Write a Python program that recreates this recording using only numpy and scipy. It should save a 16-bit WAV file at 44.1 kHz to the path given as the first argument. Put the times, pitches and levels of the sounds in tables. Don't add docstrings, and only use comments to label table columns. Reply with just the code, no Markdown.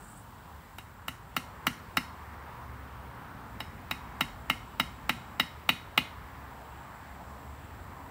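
import sys
import numpy as np
from scipy import signal
from scipy.fft import rfft, irfft
from scipy.io import wavfile
from scipy.ndimage import uniform_filter1d

SR = 44100
rng = np.random.default_rng(int(sys.argv[2]) if len(sys.argv) > 2 else 0)


def dump(signal):
    limited = np.clip(np.atleast_2d(signal).T, -1, 1)
    pcm = np.round(limited * 32767).astype(np.int16)
    wavfile.write(sys.argv[1], SR, pcm)


def gain_from_decibels(decibels):
    exponent = np.asarray(decibels, float) / 20
    return 10 ** exponent


N = 357210

LENGTH = 16384
PULSE_S = np.arange(1024) / SR
STOP_S = .003
CHANGE_S, CHANGE_LENGTH_S = 1.06, 0.56
SCATTER_DB, DETUNE = 1.5, .004

# (peak in a full blow [dB], then per dB of force, seating, slant, turn [dB/dB])
CRACK_LAW = (-25.5, 0.67, 0.12, 0.02, -0.13)


def unit(x):
    return x / np.sqrt(np.mean(x ** 2))


def curve(rows, off=None):
    s, *columns = np.transpose(rows)
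    return [np.interp(np.arange(N) / SR, s, c, left=off, right=off) for c in columns]


def changed(pair):
    return np.interp(np.arange(N) / SR, [CHANGE_S, CHANGE_S + CHANGE_LENGTH_S], pair)


def band(x, lo_hz, hi_hz, order=2):
    return signal.sosfilt(signal.butter(order, [lo_hz, min(hi_hz, .45 * SR)], "band", fs=SR, output="sos"), x)


def below(x, top_hz):
    return signal.sosfilt(signal.ellip(8, .2, 60, top_hz, fs=SR, output="sos"), x)


def walk(rate_hz):
    k = int(SR / rate_hz)
    held = np.repeat(rng.standard_normal(N // k + 1), k)
    return 1.31 * uniform_filter1d(uniform_filter1d(held, k), k)[:N]


def gate(start_s, end_s, fade):
    t = np.arange(N) / SR
    return uniform_filter1d(1. * (t >= start_s) * (t <= end_s), size=fade)


def coloured(spectrum, flicker_db, rate_hz):
    hz = np.fft.rfftfreq(N, 1 / SR) + 1
    points = np.transpose(spectrum)
    level_db = np.interp(np.log(hz), np.log(points[0]), points[1], -120, -120)
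    shaped = rfft(rng.standard_normal(N)) * gain_from_decibels(level_db)
    place = 2 * np.log2(hz)
    total = 0
    for k in range(int(2 * np.log2(points[0, 0])), int(2 * np.log2(points[0, -1])) + 2):
        part = irfft(shaped * np.clip(1 - abs(place - k), 0, 1), N)
        total = total + gain_from_decibels(flicker_db * walk(rate_hz)) * part
    return unit(total)


def hiss():
    # (frequency [Hz], density [dB/Hz])
    hiss_spectrum = [(2650, -1.5), (4500, -4.5), (6160, -8.5), (6700, -8), (8880, -6), (10600, -10.5),
                     (15100, -1.5), (15700, 1)]
    dip_db = -3 * np.exp(-((np.arange(N) / SR - 1.13) / 0.33) ** 2)
    return gain_from_decibels(changed((-63, -63.5)) + dip_db - 1.0) * coloured(hiss_spectrum, 0.54, 12)


def road():
    # (time [s], level [dB])
    traffic = [(0.0, -52.5), (0.86, -53.5), (1.8, -49.5), (2.48, -51), (3.7, -47), (4.04, -47.5),
               (6.36, -51.5), (8.1, -49.5)]
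    # (frequency [Hz], density [dB/Hz])
    rumble_spectrum = [(12, -43), (20, -53), (47, -3.5), (70, -1.5), (122, -4), (151, -7), (264, -10.5),
                       (312, -18.5), (450, -25), (580, -36), (990, -120)]
    # (frequency [Hz], density [dB/Hz])
    roar_spectrum = [(190, -23), (330, -9), (598, -8.5), (882, -2), (984, -1), (1500, -7.5), (1740, -9),
                     (2690, -20), (3190, -23), (4540, -31.5), (6000, -37), (7800, -67.5), (13200, -120)]
    rumble_db = curve(traffic)[0]
    roar_db = changed((-55, -50)) + 0.05 * (rumble_db - rumble_db.mean())
    rumble = gain_from_decibels(rumble_db) * coloured(rumble_spectrum, SCATTER_DB, 5.9)
    return rumble + gain_from_decibels(roar_db + 1.26) * coloured(roar_spectrum, 1.55, 7)


def engines():
    # (start [s], end [s], first pitch [Hz], last pitch [Hz], level [dB])
    passes = [(0.5, 0.63, 82, 64, -51), (2, 3.17, 75, 66, -50.5), (2.5, 3.6, 117, 120, -56),
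              (3.5, 5.02, 64, 60, -54), (5, 6.1, 59, 92, -55.5), (6, 7.7, 64, 75, -52.5),
              (7.5, 8.5, 91, 89, -57), (6, 8.1, 72, 64, -60), (6, 9, 274, 270, -64.5),
              (3, 3.9, 268, 300, -66.5)]
    out, t = 0, np.arange(N) / SR
    for start_s, end_s, first_hz, last_hz, db in passes:
        hz = np.interp(t, [start_s, end_s], [first_hz, last_hz]) * (1 + 0.01217 * walk(4.5))
        tone = np.sqrt(2) * np.sin(2 * np.pi * np.cumsum(hz) / SR)
        out = out + gate(start_s, end_s, 8000) * gain_from_decibels(db + 2.0 * walk(3.9)) * tone
    return out


def wings(db, lo_hz, hi_hz, rate_hz, throb_db):
    return gain_from_decibels(db) * unit(band(rng.standard_normal(N) * gain_from_decibels(throb_db * walk(rate_hz)), lo_hz, hi_hz))


def far_insects():
    # (start [s], end [s], level [dB])
    groups = [(0, 2.25, -76), (3.4, 6.6, -79), (4.2, 5.5, -73.5), (6.6, 9.7, -72)]
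    power = sum(gain_from_decibels(db) ** 2 * gate(start_s, end_s, 9000) for start_s, end_s, db in groups)
    return wings(10 * np.log10(np.abs(power) + gain_from_decibels(-85) ** 2), 7260, 8000, 55, 1)


def near_insect():
    # (time [s], level [dB])
    chirp = [(0.0, -61.5), (0.2, -63), (0.254, -78)]
    db = curve(chirp, off=-120)[0]
    stroke_hz, depth = 53.5, 0.31
    throb = 1 + depth * np.cos(2 * np.pi * stroke_hz * (np.arange(N) / SR - .01))
    return throb * (wings(db, 7400, 8500, 113, 1.6) + wings(db - 3, 7900, 10000, 110, 3.0))


def trunks(x):
    # (frequency [Hz], t60 [s], level [dB])
    scatter = [(148, 0.24, 14), (485, 0.16, 1.5), (1150, 0.97, -14.5), (2530, 0.068, 6), (3800, 0.41, 1),
               (6000, 0.35, 8.5), (14000, 0.24, 0)]
    t = np.arange(LENGTH) / SR
    hz, t60_s, db = np.transpose(scatter)
    tail = 0
    for centre_hz in 125 * 2 ** np.arange(0, 7.1, .5):
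        place = np.log(centre_hz)
        fall_db = np.interp(place, np.log(hz), db) - 60 * t / np.interp(place, np.log(hz), t60_s)
        noise = rng.standard_normal(LENGTH)
        tail = tail + gain_from_decibels(fall_db) * band(noise, centre_hz / 2 ** .25, centre_hz * 2 ** .25)
    tail = tail * (1 - np.exp(-(t / .007) ** 2))
    spectrum = rfft(tail)
    power = abs(spectrum) ** 2
    even = np.sqrt(uniform_filter1d(power, size=300) / uniform_filter1d(power, size=24))
    tail = irfft(spectrum * even, LENGTH)
    return signal.fftconvolve(x, tail / np.sqrt(np.sum(tail ** 2)))[:N]


def gain(law, how):
    return gain_from_decibels(law[0] + np.dot(law[1:], how))


def ring(push, modes, scatter_db, detune):
    hz, db, t60_s = np.transpose(modes)[:, :, None]
    luck = rng.standard_normal((2, len(modes), 1))
    t = np.arange(LENGTH) / SR
    swell = 1 - np.exp(-t / .0007)
    body = swell * gain_from_decibels(-60 * t / t60_s) * np.sin(2 * np.pi * hz * (1 + detune * luck[1]) * t)
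    each = signal.fftconvolve(push[None], body, axes=1)[:, :LENGTH]
    level = gain_from_decibels(db + scatter_db * luck[0]) / abs(each).max(axis=1, keepdims=True)
    y = np.sum(each * level, axis=0)
    return y / abs(y).max()


def low_thump(how):
    # (frequency [Hz], level [dB], t60 [s])
    thump_modes = [(255.3, 5.5, 0.034), (297, -26, 0.037), (209, -16, 0.013), (179, -7, 0.038), (148, -8, 0.065)]
    # (peak in a full blow [dB], then per dB of force, seating, slant, turn [dB/dB])
    thump_law = (-24, 1.1, 0.1, 0.01, -0.05)
    thump = -np.exp(-((PULSE_S - .0084) / 0.00091) ** 2)
    thump += 0.041 * np.exp(-((PULSE_S - .002) / 0.0027) ** 2)
    return gain(thump_law, how) * ring(thump, thump_modes, 0.83, 0.016)


def block(push, how):
    # (frequency [Hz], level [dB], t60 [s])
    block_modes = [
        [(442, -9.5, 0.012), (645, -9, 0.0094), (784, -4, .014), (913, 3, 0.017)],
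        [(1130, 1.5, 0.015), (1270, 1.5, 0.013), (1368, 1, .02), (1653, -6, 0.02)],
    ]
    # (peak in a full blow [dB], then per dB of force, seating, slant, turn [dB/dB])
    block_laws = [(-21.5, 0.7, 0.48, 0.19, 0.01), (-14, 0.95, 0.01, 0.01, 0.01)]
    knock = 0.14 * np.exp(-((PULSE_S - .0003) / .0001) ** 2)
    knock += np.exp(-((PULSE_S - .0019) / .00008) ** 2)
    knock += 0.26 * np.exp(-((PULSE_S - .0122) / 0.000068) ** 2)
    mixed = knock + 0.064 * push
    return sum(gain(law, how) * ring(mixed, modes, 1.6, 0.018) for law, modes in zip(block_laws, block_modes))


def punch(push, how):
    # (frequency [Hz], level [dB], t60 [s])
    face = [(7200, -2, .015), (8000, -4, .012), (9930, -9, .03), (13060, -10, .025), (14400, -6, .015)]
    # (frequency [Hz], level [dB], t60 [s])
    punch_modes = [
        [(2794, -1.5, 0.023), (2697, -4.5, 0.016), (2922, -7, 0.029)],
        [(2300, -2, 0.014), (2490, -0.5, 0.046), (2670, 0, 0.033)],
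        [(2000, -1.2, 0.029), (2099, -0.72, 0.033), (2247, -3.1, 0.025)],
        [(3035, -1.5, 0.023), (3150, 0, 0.0094), (3330, -1.4, 0.0095)],
    ]
    # (frequency [Hz], level [dB], t60 [s])
    steel_modes = [
        [(3540, -2, 0.0089), (3980, -2, 0.031), (4280, 3, 0.019), (4600, -10, 0.023)],
        [(5160, -2.5, .018), (5630, -6, 0.028), (6310, -6, 0.011), (6200, -2, 0.013)],
    ]
    # (peak in a full blow [dB], then per dB of force, seating, slant, turn [dB/dB])
    metal_laws = [(-17.5, 1.05, 0.87, 0.01, 0.01), (-27, 0.82, 0.0092, 1.44, 0.16),
                  (-20.5, 1.18, 0.36, 0.082, 0.31), (-27, 1, 1.1, 0.46, -0.28),
                  (-31, 1.01, 0.3, 0.3, -0.13), (-38.5, 1.4, .1, .3, 0.076)]
    out = gain(CRACK_LAW, how) * .12 * ring(push, face, 3.0, .003)
    for k, (law, modes) in enumerate(zip(metal_laws, punch_modes + steel_modes)):
        out += (-1) ** k * gain(law, how) * ring(push, modes, SCATTER_DB, DETUNE)
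    return out


def hammer_head(push, how):
    # (frequency [Hz], level [dB], t60 [s])
    head_modes = [
        [(3800, 0, .04)],
        [(3810, 0, .7), (3790, -4, .25)],
        [(5165, 0, .05), (5178, -21, .2)],
        [(5910, 0, .07), (5902, -12, .3)],
        [(8720, 0, .1)],
        [(14815, 0, .035), (14800, -18, .15)],
    ]
    # (peak in a full blow [dB], then per dB of force, seating, slant, turn [dB/dB])
    head_laws = [(-26, 0.87, 0.27, 0.73, 0.071), (-56, 0.94, 0.3, 1.3, 0.83),
                 (-37.5, 1.01, -.2, 0.11, 0.85), (-54.5, 1.7, -1.6, -0.068, -1.2),
                 (-65, .8, 0.13, 0.01, 0.01), (-38, .8, 0.01, 0.01, -.6)]
    turn = np.interp(np.arange(LENGTH), np.arange(0, LENGTH, 800), rng.standard_normal(21))
    tone = sum(gain(law, how) * ring(push, modes, SCATTER_DB, 0.00034)
               for law, modes in zip(head_laws, head_modes))
    return gain_from_decibels(2.5 * turn) * tone


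def brass_push(grain):
    crunch = (0.67 + PULSE_S / STOP_S) ** 1.23
    shape = np.where(PULSE_S < STOP_S, crunch, np.exp(-(PULSE_S - STOP_S) / .0018))
    shape += 0.31 * np.exp(-((PULSE_S - .0115) / 0.0014) ** 2)
    push = shape * grain
    push[int(STOP_S * SR)] += 8.0
    return push


def bright(x):
    return signal.lfilter([1, -0.32], 1, band(np.pad(x, (0, LENGTH - len(x))), 4860, 15100))


def brass_crack(grain, how):
    fade = np.exp(-np.maximum(PULSE_S - STOP_S, 0) / 0.0039)
    crack = bright(grain * (fade + .5 * np.exp(-PULSE_S / 0.00065)))
    crack = gain(CRACK_LAW, how) * crack / abs(crack).max()
    click = 1. * (np.arange(len(PULSE_S)) == int(STOP_S * SR))
    aside = gain_from_decibels(0.5) * unit(bright(click)) * np.std(crack)
    return crack, aside


def hammer():
    # (time [s], force re full blow [dB], punch seating [dB], punch slant [dB], head turn [dB])
    blows = [(0.7827, -21, 0, 0.5, -1), (1.0805, -9, 0.5, -8, -5), (1.3642, -2.5, -2, -3, -8),
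             (1.6669, 1.5, -3.5, -5, -5), (1.9693, 2, -4, -4, 4.5), (3.6026, -14, 2, -3, 8),
             (3.91, -6.5, -3, 4, 2), (4.2072, -1, 1, -1.5, 0.5), (4.4978, -1.5, 4.5, -6, 3.5),
             (4.797, 0.5, -0.5, -2.5, 2), (5.0925, 0, -0.5, 2, 1), (5.3967, -0.5, 2.5, -0.5, 2.5),
             (5.6895, 0, 4, 7.5, -7), (5.9755, 0.5, 5, 6.5, -3.5)]
    near, far = np.zeros(N + LENGTH), np.zeros(N + LENGTH)
    habit = rng.standard_normal(len(PULSE_S))
    for s, *how in blows:
        grain = habit + 0.35 * rng.standard_normal(len(PULSE_S))
        push = brass_push(grain)
        crack, aside = brass_crack(grain, how)
        body = punch(push, how) + block(push, how) + low_thump(how)
        head = hammer_head(push, how)
        start = int(s * SR)
        near[start:start + LENGTH] += body + crack + head
        share_db = -10.5 - 0.16 * how[0]
        shade_db = -7
        far[start:start + LENGTH] += gain_from_decibels(share_db) * (body + aside + gain_from_decibels(shade_db) * head)
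    return near[:N], trunks(far[:N])


def scene():
    floor = road() + engines() + far_insects() + near_insect() + hiss()
    near, far = (band(x, 125, 17000, order=6) for x in hammer())
    return (below(near, 16500) + below(far + floor, 15800))[None]


def low_pass(x):
    return signal.sosfilt(signal.butter(12, 16990, fs=SR, output="sos"), x)


def record(dry):
    return low_pass(dry)


dry = scene()
out = record(dry)
dump(out)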